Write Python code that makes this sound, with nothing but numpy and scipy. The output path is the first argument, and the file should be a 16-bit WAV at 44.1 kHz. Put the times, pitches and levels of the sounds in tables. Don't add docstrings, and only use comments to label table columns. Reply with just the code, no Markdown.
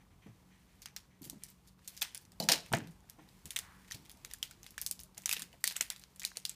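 import sys
import numpy as np
from scipy import signal
from scipy.fft import rfft, irfft, next_fast_len
from scipy.io import wavfile
from scipy.ndimage import uniform_filter1d, map_coordinates

SR = 44100
rng = np.random.default_rng(int(sys.argv[2]) if len(sys.argv) > 2 else 0)


def generate_wav(signal):
    frames = np.transpose(np.atleast_2d(signal))
    scaled = np.clip(frames, -1, 1) * 32767
    pcm = np.round(scaled).astype(np.int16)
    wavfile.write(sys.argv[1], SR, pcm)


def ratio_of_db(decibels):
    return 10 ** (np.asarray(decibels, float) / 20)


N = 288849
MIDDLE_HZ = 5000

# (time [s], level [dB])
RUMBLE = [(0, -67.5), (1, -69), (1.28, -70), (1.5, -71), (2.5, -65), (5.5, -67.5), (6.1, -71.5)]


def unit(x):
    return x / np.sqrt(np.mean(x ** 2, -1, keepdims=True) + 1e-20)


def along(points, hz):
    f, v = np.transpose(points)
    return np.interp(np.log(hz + 1), np.log(f + 1), v)


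def curve(rows):
    s, v = np.transpose(rows)
    return np.interp(np.arange(N) / SR, s, v)


def wobble(rate_hz):
    knots = rng.standard_normal(int(N * rate_hz / SR) + 4)
    return map_coordinates(knots, [np.arange(N) * rate_hz / SR])


def noise(gain, size, count=1):
    spectrum = rfft(rng.standard_normal((count, size)))
    shaped = irfft(spectrum * gain(np.fft.rfftfreq(size, 1 / SR)), size)
    return np.squeeze(unit(shaped))


def modes(table):
    def gain(f):
        total = 0
        for k, (hz, width_hz, db) in enumerate(table):
            damping = 1j * f * width_hz
            total = total + (-1) ** k * ratio_of_db(db) * damping / (hz * hz - f * f + damping)
        return total
    return gain


def decay(t, t60_s):
    return ratio_of_db(-60 * t / t60_s)


def onset(t, rise_s):
    return 1 - np.exp(-t / rise_s)


def fade(t60s, hz, t):
    return decay(t, np.maximum(along(t60s, hz), .01)[:, None])


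def add(track, s, sound):
    part = track[round(s * SR):][:len(sound)]
    part += sound[:len(part)]


def kitchen():
    # (frequency [Hz], width [Hz], level [dB])
    hum_lines = [(56.6, 12, -77), (137.3, 7, -76.5), (185.1, 2.3, -71.5)]
    # (frequency [Hz], density [dB per Hz])
    low_colour = [(12, -47.5), (20, -27), (43, 1.5), (187, -6), (211, -13.5), (500, -25), (650, -55.5),
                  (1100, -120)]
    # (frequency [Hz], density [dB per Hz])
    air_colour = [(120, -28), (200, -7), (659, -21), (836, -17), (1000, -17), (1740, -27.5), (13600, -36.5),
                  (16000, -42)]
    size, t = next_fast_len(N), np.arange(N) / SR
    rumble = ratio_of_db(curve(RUMBLE) + 0.8 * wobble(4.4))
    rumble *= noise(lambda f: ratio_of_db(along(low_colour, f)), size)[:N]
    hum = np.zeros(N)
    for hz, width_hz, db in hum_lines:
        unsteady = noise(lambda f: 1 / (1 + ((f - hz) / width_hz) ** 2), size)[:N]
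        steady = ratio_of_db(1) * np.sin(2 * np.pi * hz * t)
        hum += ratio_of_db(db) * (0.65 * unsteady + steady)
    air = ratio_of_db(curve(RUMBLE) / 2 - 38.0 + 1.2 * wobble(3))
    air *= noise(lambda f: ratio_of_db(along(air_colour, f)), size)[:N]
    return rumble + hum + air


def simmer():
    draw, t = rng.random((400, 3)), np.arange(1024) / SR
    hz = 380 * 5.2 ** draw[:, 1:2]
    bubbles = np.sin(2 * np.pi * hz * t * (1 + 0.0088 * hz * t))
    bubbles *= hz * t * np.exp(-hz * t / 1.6) * ratio_of_db(-14 * draw[:, 2:])
    at = (draw[:, :1] * N).astype(int) + np.arange(len(t))
    track = np.bincount(at.ravel(), bubbles.ravel(), minlength=N)[:N]
    return ratio_of_db(curve(RUMBLE) - 14) * unit(track)


def pan_tones():
    # (time [s], length [s], level [dB], frequency [Hz])
    tones = [(.051, 0.15, -63, 85.1), (.271, .072, -54.5, 112.1), (1.356, .033, -53.1, 201),
             (2.411, .04, -46, 193), (2.703, 0.031, -46, 137.1), (2.792, 0.074, -50.1, 113.1),
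             (2.861, .068, -48, 166.1), (3.187, .015, -61, 1051), (3.189, .018, -65, 1394),
             (3.201, .036, -62, 316), (3.422, .079, -57.5, 75.1), (3.601, .071, -62, 80.1),
             (4.001, .081, -66, 321), (4.561, .078, -70.5, 351), (4.971, .071, -57.5, 72.5),
             (5.03, 0.045, -71, 628)]
    out, t = np.zeros(N), np.arange(8192) / SR
    for s, length_s, db, hz in tones:
        swell = np.sin(np.pi * np.minimum(t / length_s, 1))
        add(out, s, ratio_of_db(db) * swell * np.sin(2 * np.pi * hz * t * (1 - .03 * t)))
    return out


def scuffs():
    # (time [s], length [s], level [dB])
    slides = [
        (0, 0.031, -61.5),
        (0.103, 0.054, -69),
        (0.215, 0.15, -65.5),
        (0.505, 0.22, -68.5),
        (0.681, 0.17, -73),
        (1.1, 0.16, -72),
        (1.416, 0.072, -60),
        (1.905, .08, -77),
        (3.183, 0.088, -63.5),
    ]
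    # (frequency [Hz], width [Hz], level [dB])
    sole = [(1910, 420, 2.5), (2470, 410, 0.5), (3150, 390, -2.5), (4300, 130, -7), (6000, 160, -3)]
    out, t = np.zeros(N), np.arange(16384) / SR
    for s, length_s, db in slides:
        envelope = ratio_of_db(db - 17 * t / length_s) * onset(t, 0.0084)
        add(out, s, envelope * noise(modes(sole), len(t)))
    return out


def knocks():
    # (time [s], thump level [dB], thump frequency [Hz], board level [dB], t60 [s])
    blows = [(0.261, -40, 237, -14, 0.042), (1.212, -43.5, 280, -17, 0.14), (1.262, -42, 280, -20, 0.077),
             (1.329, -41, 280, -9.5, 0.097), (2.4008, -36, 173, 2, 0.39), (2.425, -39, 205, 0.5, 0.34),
             (2.488, -40.5, 165, 13.5, 0.47), (2.519, -39, 304, 6.5, 0.26), (2.719, -26.5, 207, 3.5, 0.063),
             (2.735, -23.5, 145, 1.5, 0.15), (2.741, -33.5, 101, -16, 0.22), (2.777, -41, 328, 5, 0.066),
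             (2.861, -46.5, 150, -16.5, 0.11), (3.184, -53.5, 314, -0.5, 0.42),
             (3.449, -44.5, 183, -29, 0.12), (3.943, -42.5, 113, -15.5, 0.13),
             (5.178, -57, 840, 5.5, 0.087), (5.365, -49, 466, -12, 0.092), (5.424, -47.5, 248, -25, 0.11),
             (5.536, -57, 694, 4, 0.16), (5.808, -52, 245, 8.5, 0.094), (6.368, -59, 474, 9, 0.16)]
    # (frequency [Hz], width [Hz], level [dB])
    board_modes = [(490, 174, -4), (676, 114, -0.5), (840, 111.5, -2.5), (940, 64, -6), (1620, 87, -24)]
    # (frequency [Hz], width [Hz], level [dB])
    room_modes = [(116, 51, -10.5), (165, 38.5, 1.5), (280, 177, -8.5)]
    out, t = np.zeros(N), np.arange(16384) / SR
    for s, db, hz, board_db, t60_s in blows:
        thump = np.sin(2 * np.pi * hz * t) * decay(t, 0.49 * t60_s) * onset(t, 0.0022)
        board = np.zeros(len(t))
        for mode_hz, width_hz, mode_db in board_modes:
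            level = ratio_of_db(mode_db + rng.normal(0, 1)) * decay(t, 0.12 * t60_s + 2 / width_hz)
            board += level * np.sin(2 * np.pi * mode_hz * rng.normal(1, 0.011) * t)
        board *= 0.52 * ratio_of_db(board_db) * onset(t, 0.00093)
        low = noise(modes(room_modes), len(t)) * decay(t, 0.16 + t60_s) * onset(t, 0.0044)
        mid = noise(modes(board_modes), len(t))
        mid *= decay(t, 0.6 * t60_s) + 0.064 * decay(t, 0.284)
        murmur = (0.27 * low + 0.33 * ratio_of_db(board_db) * mid) * onset(t, 0.0017)
        add(out, s, ratio_of_db(db + 1.0) * (thump + board + murmur))
    return out


def tin():
    # (frequency [Hz], level [dB], t60 [s])
    tin_modes = [(684, -3, 0.098), (3000, -6, 0.1), (4000, -14, .1), (4136, -4, 0.077), (4635, -14, 0.072),
                 (4970, -7.5, 0.074), (6000, -4, .08), (6900, -5, .08), (7420, -12, 0.09)]
    # (time [s], level [dB], frequency struck best [Hz])
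    jolts = [
        (2.4016, -36.5, 4160),
        (2.4254, -40, 4060),
        (2.488, -30.5, 4030),
        (2.519, -30, 5000),
        (2.7385, -28.5, 727),
        (2.7195, -43, 940),
    ]
    out, t = np.zeros(N), np.arange(8192) / SR
    for s, db, best_hz in jolts:
        ring = np.sin(2 * np.pi * best_hz * t) * decay(t, .045)
        for hz, level_db, t60_s in tin_modes:
            octaves_off = abs(np.log2(hz / best_hz))
            tone = np.sin(2 * np.pi * (hz * t + rng.random()))
            ring += ratio_of_db(level_db - 8.8 * octaves_off) * decay(t, t60_s) * tone
        add(out, s, ratio_of_db(db) * ring * onset(t, 0.00091))
    return out


def powder():
    # (frequency [Hz], density [dB per Hz])
    grain_colour = [(400, -31), (900, -5), (1700, -4.5), (2400, -13.5), (6000, -32)]
    start_s, rise_s, fall_s, level_db = 3.59, .04, .11, -52.5
    out, t = np.zeros(N), np.arange(16384) / SR
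    envelope = onset(t, rise_s) ** 2 * np.exp(-t / fall_s)
    swish = noise(lambda f: ratio_of_db(along(grain_colour, f)), len(t))
    add(out, start_s, ratio_of_db(level_db) * envelope * swish)
    return out


def rustle():
    # (time [s], level [dB])
    movement = [(0.0, -74), (0.8, -68), (1.12, -77), (1.45, -64), (1.62, -73), (1.67, -66), (1.75, -78),
                (1.87, -62), (2.06, -62), (2.26, -73), (2.61, -63.5), (2.98, -71), (3.45, -64), (4.74, -66),
                (5.1, -73), (5.5, -65), (5.84, -71), (6.02, -66.5), (6.55, -67.5)]
    # (frequency [Hz], density [dB per Hz])
    foil_colour = [(1000, -1.5), (2200, 4.5), (4000, 1.5), (8000, 0), (15000, -4)]
    ticks_per_s = 900
    ticks = (rng.random(N) < ticks_per_s / SR) * ratio_of_db(3 * rng.exponential(size=N))
    spray = signal.lfilter([1], [1, -.96], ticks)
    gate = unit(2.4 + unit(spray)) * ratio_of_db(0.75 * wobble(29))
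    hiss = noise(lambda f: ratio_of_db(along(foil_colour, f)), next_fast_len(N))[:N]
    return ratio_of_db(curve(movement) - 5.0) * gate * hiss


def panel_rings():
    # (time [s], level [dB], frequency [Hz])
    panels = [(0.9644, -37, 5500), (1.298, -45, 8480), (2.0178, -40, 3230), (2.0178, -32, 2560),
              (2.0254, -32, 2600), (2.0254, -34, 5960), (2.4035, -31, 664), (2.4017, -31, 4640),
              (2.4257, -34, 4010), (2.4878, -23.5, 1690), (2.4878, -15.5, 4000), (2.5185, -15, 6970),
              (2.5185, -17.5, 4850), (2.7281, -36, 2370), (2.7355, -31, 3640), (2.7355, -26, 1540),
              (2.7489, -31, 6700), (2.7489, -36, 2320), (2.7589, -35, 2130), (2.775, -41, 1280),
              (3.5067, -35, 3580), (3.5619, -28, 6200), (3.5619, -31, 3730), (3.589, -35, 6500),
              (3.589, -31.5, 3570), (3.9115, -34, 1820), (3.9197, -38, 3180), (3.9197, -29.5, 6150),
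              (4.428, -29.5, 5600), (4.4282, -24, 3220), (4.4302, -41, 3300), (4.8151, -36, 9560),
              (4.8151, -30, 8460), (4.8633, -36, 3470), (4.343, -47, 1680), (5.2583, -20.5, 5970),
              (5.2927, -36, 2660), (5.2927, -30, 3870), (5.3127, -22.5, 2550), (5.3273, -25, 7960),
              (5.3273, -26.5, 3580), (5.4205, -37, 6600), (5.6406, -21, 7700), (5.6406, -19, 8700),
              (5.6756, -25, 8000), (5.6756, -24, 7200), (5.6997, -39, 4000), (5.7655, -32, 6850),
              (5.7655, -32, 7800), (5.8095, -24, 5480), (5.8095, -24, 6200), (5.9014, -35, 5900),
              (5.9014, -32.5, 7630), (6.2405, -34, 2370), (6.2507, -34, 3000), (6.2505, -36, 4280),
              (6.3707, -35.5, 4440), (6.4519, -29, 3550), (6.4519, -32, 4070), (6.4947, -31, 7800)]
    out, t = np.zeros(N), np.arange(1024) / SR
    for s, db, hz in panels:
        envelope = decay(t, 0.0089 + 13 / hz) * onset(t, 0.00024)
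        add(out, s, ratio_of_db(db + 0.5) * envelope * np.sin(2 * np.pi * hz * t))
    return out


def flicks():
    # (time [s], peak level [dB], foil resonance [Hz])
    clicks = [(0.863, -37, 4900), (0.9667, -35, 4160), (1.2423, -38, 9600), (1.88, -40, 14100),
              (2.0201, -20, 4500), (2.03, -27, 4300), (2.172, -45, 5130), (2.4925, -21, 2220),
              (2.5208, -24, 4700), (2.5228, -11, 5100), (2.536, -26, 2800), (2.581, -43, 4600),
              (2.7198, -33, 1000), (2.7396, -30, 895), (2.759, -39, 2300), (2.7642, -38, 900),
              (2.776, -34, 1620), (2.794, -47, 1700), (3.0053, -55, 7000), (3.5661, -22.5, 3320),
              (3.574, -40, 2920), (3.904, -55, 2900), (3.9057, -43, 4800), (3.944, -39, 3400),
              (4.114, -46, 10000), (4.246, -50, 2600), (4.8863, -40, 6500), (5.181, -32, 6900),
              (5.2635, -31, 6000), (5.2702, -37, 6800), (5.2873, -40, 6700), (5.302, -37, 7700),
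              (5.339, -38, 6600), (5.3682, -29, 3730), (5.426, -37, 6300), (5.654, -36, 3800),
              (5.659, -36, 6000), (5.664, -32, 4000), (5.7585, -36, 3200), (5.7626, -31, 2800),
              (5.8083, -23.5, 2220), (5.826, -35, 2610), (5.9187, -46, 2480), (6.2604, -34, 5600),
              (6.376, -41, 6800), (6.4536, -41, 4080), (6.461, -35, 5000), (6.4648, -37, 5000)]
    s, db, hz = np.transpose(clicks)[:, :, None]
    t = np.arange(512) / SR

    def edge_gain(f):
        broad = 0.19 / (1 + (f / (3.5 * hz)) ** 4)
        peak = 1 / (1 + ((f - hz) / (0.47 * hz)) ** 2)
        return f / (f + 2500) * (broad + peak)

    edge = noise(edge_gain, len(t), count=len(s))
    click = 0.53 * edge + 0.9 * np.sin(2 * np.pi * hz * t)
    click *= decay(t, 0.0043 + 6 / hz) * onset(t, 0.000095)
    out = np.zeros(N)
    for k in range(len(s)):
        add(out, s[k, 0], ratio_of_db(db[k]) * click[k])
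    return out


def creases():
    # (time [s], crack level [dB], foil resonance [Hz], body [dB], rattle re crack [dB])
    pickup = [(0.8199, -41, 5070, -5, -8.5), (0.8586, -35.5, 6400, 9, -14), (.9642, -31.5, 5540, 2, -13.5),
              (1.2984, -32, 8140, -12, -14), (1.4365, -35, 9400, -22, -12), (1.878, -37, 7000, -25, -14),
              (1.976, -41, 5000, -6, -11), (2.013, -37.5, 9000, -10, 3), (2.0189, -26, 3470, 11, -9),
              (2.0256, -20.5, 3970, -31, -17), (2.1476, -33, 10400, -2.5, -9.5),
              (2.1767, -36.5, 9600, -34, -22), (2.4009, -28, 4500, -9, -10), (2.425, -38, 4120, -17, -9),
              (2.488, -14.5, 3940, 1, -6), (2.519, -16.5, 5130, 1.5, -5.5), (2.7282, -28.5, 8950, -9, -38),
              (2.7356, -24, 2010, 12, -6.5), (2.749, -32.5, 7900, -7, -32), (2.7698, -38, 7900, -14, -32),
              (2.7852, -40.5, 8500, -6, -32), (3.0985, -39.5, 12500, -13.5, -15.5)]
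    pinch = [(3.4565, -39, 7130, -1, -6.5), (3.5067, -31.5, 9500, 1, -10), (3.562, -27, 8600, 4.5, -6.5),
             (3.566, -62, 1640, -10, -24), (3.5893, -26.5, 8400, 2, -16), (3.911, -37.5, 1860, 0, -12),
             (3.92, -37, 4200, 2.5, -6.5), (3.947, -39, 4500, -2, -8), (4.2488, -35.5, 6900, 4.5, -14),
             (4.3127, -40.5, 1830, 2, -13), (4.3365, -32, 10000, -4, -15.5), (4.4285, -27.5, 3200, -5, -13),
             (4.511, -41.5, 1420, -1, -12), (4.6314, -42, 6400, 2, -13.5), (4.6648, -39, 3270, 0, -11.5),
             (4.78, -32, 1740, 2, -11), (4.815, -27.5, 13100, -34, -11), (4.8208, -38, 8600, 10.5, -12.5),
             (4.864, -25.5, 8300, -10.5, -10.5), (4.9122, -23, 11500, -12, -15.5),
             (4.993, -42, 4460, 1.5, -10.5), (5.0346, -41.5, 11400, -10, -11.5),
             (5.1785, -34, 7600, 0, -13.5)]
    rip = [(5.2588, -23, 6800, 3, -13), (5.279, -38.5, 7880, 11, -16), (5.293, -22.5, 6000, 3, -12.5),
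           (5.313, -26.5, 2680, -3, -9.5), (5.3275, -20, 2650, -4, -12.5), (5.3339, -25, 11300, 9, -27),
           (5.3657, -33.5, 2660, 4, -7), (5.3949, -34, 8050, 4, -8), (5.407, -44, 2470, 15, -24),
           (5.421, -30, 7250, 2.5, -14), (5.6411, -19, 1920, -1.5, -11.5), (5.6703, -30.5, 4600, -5.5, 0.5),
           (5.6761, -18.5, 4300, -1.5, -24), (5.7, -35, 4000, -8, -16), (5.7103, -35.5, 4570, 7, -6.5),
           (5.724, -38, 9700, 3, -27), (5.7657, -26.5, 7700, 3.5, -13.5), (5.8099, -18, 7000, 4.5, -13),
           (5.9023, -27, 5470, 7, -11), (5.9213, -40, 2360, -19, -24)]
    shake = [
        (6.038, -41.5, 4700, -1.5, -21),
        (6.1966, -34.5, 6600, -14, -12),
        (6.2184, -38.5, 2530, 3, -10),
        (6.2335, -34, 7200, -3, -17),
        (6.2403, -43, 2330, 10, -3),
        (6.2503, -22.5, 4150, -14, -12.5),
        (6.3168, -47.5, 1570, 29, -25),
        (6.371, -29.5, 9350, -5, -13.5),
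        (6.4523, -25.5, 4270, -9, -13),
        (6.495, -30.5, 8000, -5, -12),
    ]
    # (edge [dB], edge per dB of harder crack [dB])
    edge_lift = [
        (-4, 0),
        (-1.05, 0),
        (1, 0.14),
        (-3.5, 0.2),
    ]
    # (time [s], crack level [dB], foil resonance [Hz])
    ticks = [(.4998, -77, 1960), (1.2195, -48.5, 14000), (1.502, -50, 14380), (1.792, -60, 1180),
             (2.172, -47, 5430), (2.252, -54, 5800), (2.3197, -50, 4780), (2.662, -46.5, 2530),
             (2.8731, -48.5, 3990), (3.289, -54, 3980), (3.8468, -56, 1830), (4.0964, -42, 3340),
             (4.1158, -44.5, 9900), (4.1722, -56, 8740), (4.3854, -56, 12790), (4.643, -49.5, 3020),
             (4.7074, -44.5, 11800), (4.7429, -57, 1300), (5.0015, -42, 13400), (5.0109, -45, 6900),
             (5.147, -54, 4670), (5.2203, -47.5, 7950), (5.236, -49, 2580), (5.5296, -50.5, 2870),
             (5.9439, -58, 2280), (5.9622, -44.5, 4100), (5.9794, -54, 9730), (5.9959, -47, 8400),
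             (6.161, -48.5, 8800), (6.513, -50, 6460)]
    # (time [s], crack level [dB], foil resonance [Hz])
    scrunches = [(1.219, -52, 14000), (1.2407, -49, 7100), (1.2468, -45, 12800), (1.306, -62, 6650),
                 (1.4835, -55.5, 6330), (1.5123, -61, 7800), (1.6745, -57, 7300), (1.846, -57.5, 4360),
                 (1.8765, -40, 11400), (1.9669, -47, 6060), (2.213, -57, 14170), (2.4354, -41, 4800),
                 (2.6813, -57.5, 2580), (3.0903, -60.5, 1820), (3.8775, -57, 1720), (4.0513, -55, 3330),
                 (4.3005, -55, 3200), (5.1701, -57, 1640), (5.542, -67, 1560), (5.608, -61, 13050),
                 (5.7571, -43.5, 2420), (5.7794, -52, 8400), (6.0156, -56, 4200), (6.3565, -52, 2120)]
    # (time [s], crack level [dB], foil resonance [Hz], rattle re crack [dB])
    aftersnaps = [
        (1.231, -51, 4500, -9),
        (1.269, -59, 4500, 1),
        (4.432, -45.5, 3250, 4),
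        (1.882, -39, 9150, -20),
        (1.947, -57, 4300, -4),
        (2.91, -60.5, 8930, -1),
    ]
    firm_db, tick_rattle_db, scrunch_rattle_db = -29.5, -11, -0.7

    def body(hz):
        return -1.5 - 4 * np.log2(hz / MIDDLE_HZ)

    folds = []
    for rows, (lift_db, harder) in zip((pickup, pinch, rip, shake), edge_lift):
        folds += [(*row, lift_db + harder * (row[1] - firm_db)) for row in rows]
    for rows, rattle_db in ((ticks, tick_rattle_db), (scrunches, scrunch_rattle_db)):
        folds += [(s, db, hz, body(hz), rattle_db, 0) for s, db, hz in rows]
    folds += [(s, db, hz, body(hz), rattle_db, 0) for s, db, hz, rattle_db in aftersnaps]
    s, db, hz, body_db, rattle_db, lift_db = np.transpose(folds)[:, :, None]
    edge_db = lift_db - 3 + 3 * np.log2(hz / MIDDLE_HZ)
    return s, db, hz, body_db, edge_db, rattle_db


def snaps():
    # (frequency [Hz], t60 [s])
    rattle_t60 = [(500, 0.0876), (2000, 0.081), (6000, 0.072), (15000, 0.053)]
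    # (frequency [Hz], t60 [s])
    kitchen_t60 = [(300, 0.58), (2000, 0.31), (6000, 0.28), (15000, 0.19)]
    s, db, hz, body_db, edge_db, rattle_db = creases()
    count, t = len(s), np.arange(12288) / SR
    ts = t[:1024]
    shapes = rng.standard_normal((count, 40))

    def colour(f, peak):
        slope = along([(350, -32.5), (900, -10), (1150, -13), (1600, -4.5), (2000, -2.0),
                       (11000, 1.0), (16000, -1.0)], f)
        tilt = body_db * along([(2000, 1), (5000, 0)], f) + edge_db * along([(5000, 0), (11000, 1)], f)
        bands = 1.8 * shapes[:, (np.sqrt(f / SR) * 55).astype(int)]
        resonance = 1 + peak / (1 + ((f - hz) / (0.077 * hz + 100)) ** 2)
        return ratio_of_db(slope + tilt + bands) * resonance

    crack = noise(lambda f: colour(f, 2.0), len(ts), count=count)
    crack *= (decay(ts, 0.009) + 1.6 * decay(ts, 0.006)) * onset(ts, .0001)
    crack /= np.sqrt(np.mean(crack[:, :44] ** 2, 1, keepdims=True))
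    ring = np.sin(2 * np.pi * hz * ts) * decay(ts, 0.0019 + 20 / hz) * onset(ts, 0.00021)
    crack += 0.55 * (MIDDLE_HZ / hz) ** .25 * ring
    u = (ts - .0004) / .00003
    crack -= 1.8 * np.minimum(hz / MIDDLE_HZ, 1) * (1 - u ** 2) * np.exp(-u ** 2 / 2)

    loose = ratio_of_db(np.minimum(rattle_db, 3))[:, None]
    source = noise(lambda f: colour(f, np.minimum(3000 / hz, .9)), len(t), count=count)
    f, steps, z = signal.stft(source, SR, nperseg=128)
    walls = fade(kitchen_t60, f, steps) * onset(steps, 0.012)
    flap = loose * decay(steps, 0.032)
    envelope = loose * (fade(rattle_t60, f, steps) + flap + 0.31 * walls) + 0.0033 * walls
    tail = signal.istft(z * envelope, SR, nperseg=128)[1][:, :len(t)]
    chance = rng.standard_normal(tail.shape)
    clumps = unit(uniform_filter1d(chance, size=70))
    grains = unit(uniform_filter1d(chance, size=16))
    tail *= ratio_of_db(2.1 * clumps + 1.5 * grains)
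    tail *= onset(t, 0.00088 + 0.0033 * loose[:, 0] ** 2)

    out = np.zeros(N)
    for k in range(count):
        add(out, s[k, 0] - .0003, ratio_of_db(db[k] - 2.5) * crack[k])
        add(out, s[k, 0] - .0003, ratio_of_db(db[k] - 2.5) * tail[k])
    return signal.lfilter(*signal.butter(3, 430, "high", fs=SR), out)


def scene():
    background = kitchen() + simmer() + pan_tones() + scuffs()
    worktop = knocks() + tin()
    sachet = powder() + rustle() + panel_rings() + flicks() + snaps()
    return (background + worktop + sachet)[None]


def roll_off(x):
    return signal.sosfilt(signal.butter(12, 16530, fs=SR, output="sos"), x)


def record(dry):
    size = next_fast_len(N)
    squeezed = dry / (1 + np.abs(dry / .36) ** 4) ** .25
    edge_db = along([(15250, 0), (15550, -34), (16600, -36), (16750, -90)], np.fft.rfftfreq(size, 1 / SR))
    mix = irfft(rfft(squeezed, size) * ratio_of_db(edge_db), size)[:, :N]
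    return roll_off(mix)


dry = scene()
out = record(dry)
generate_wav(out)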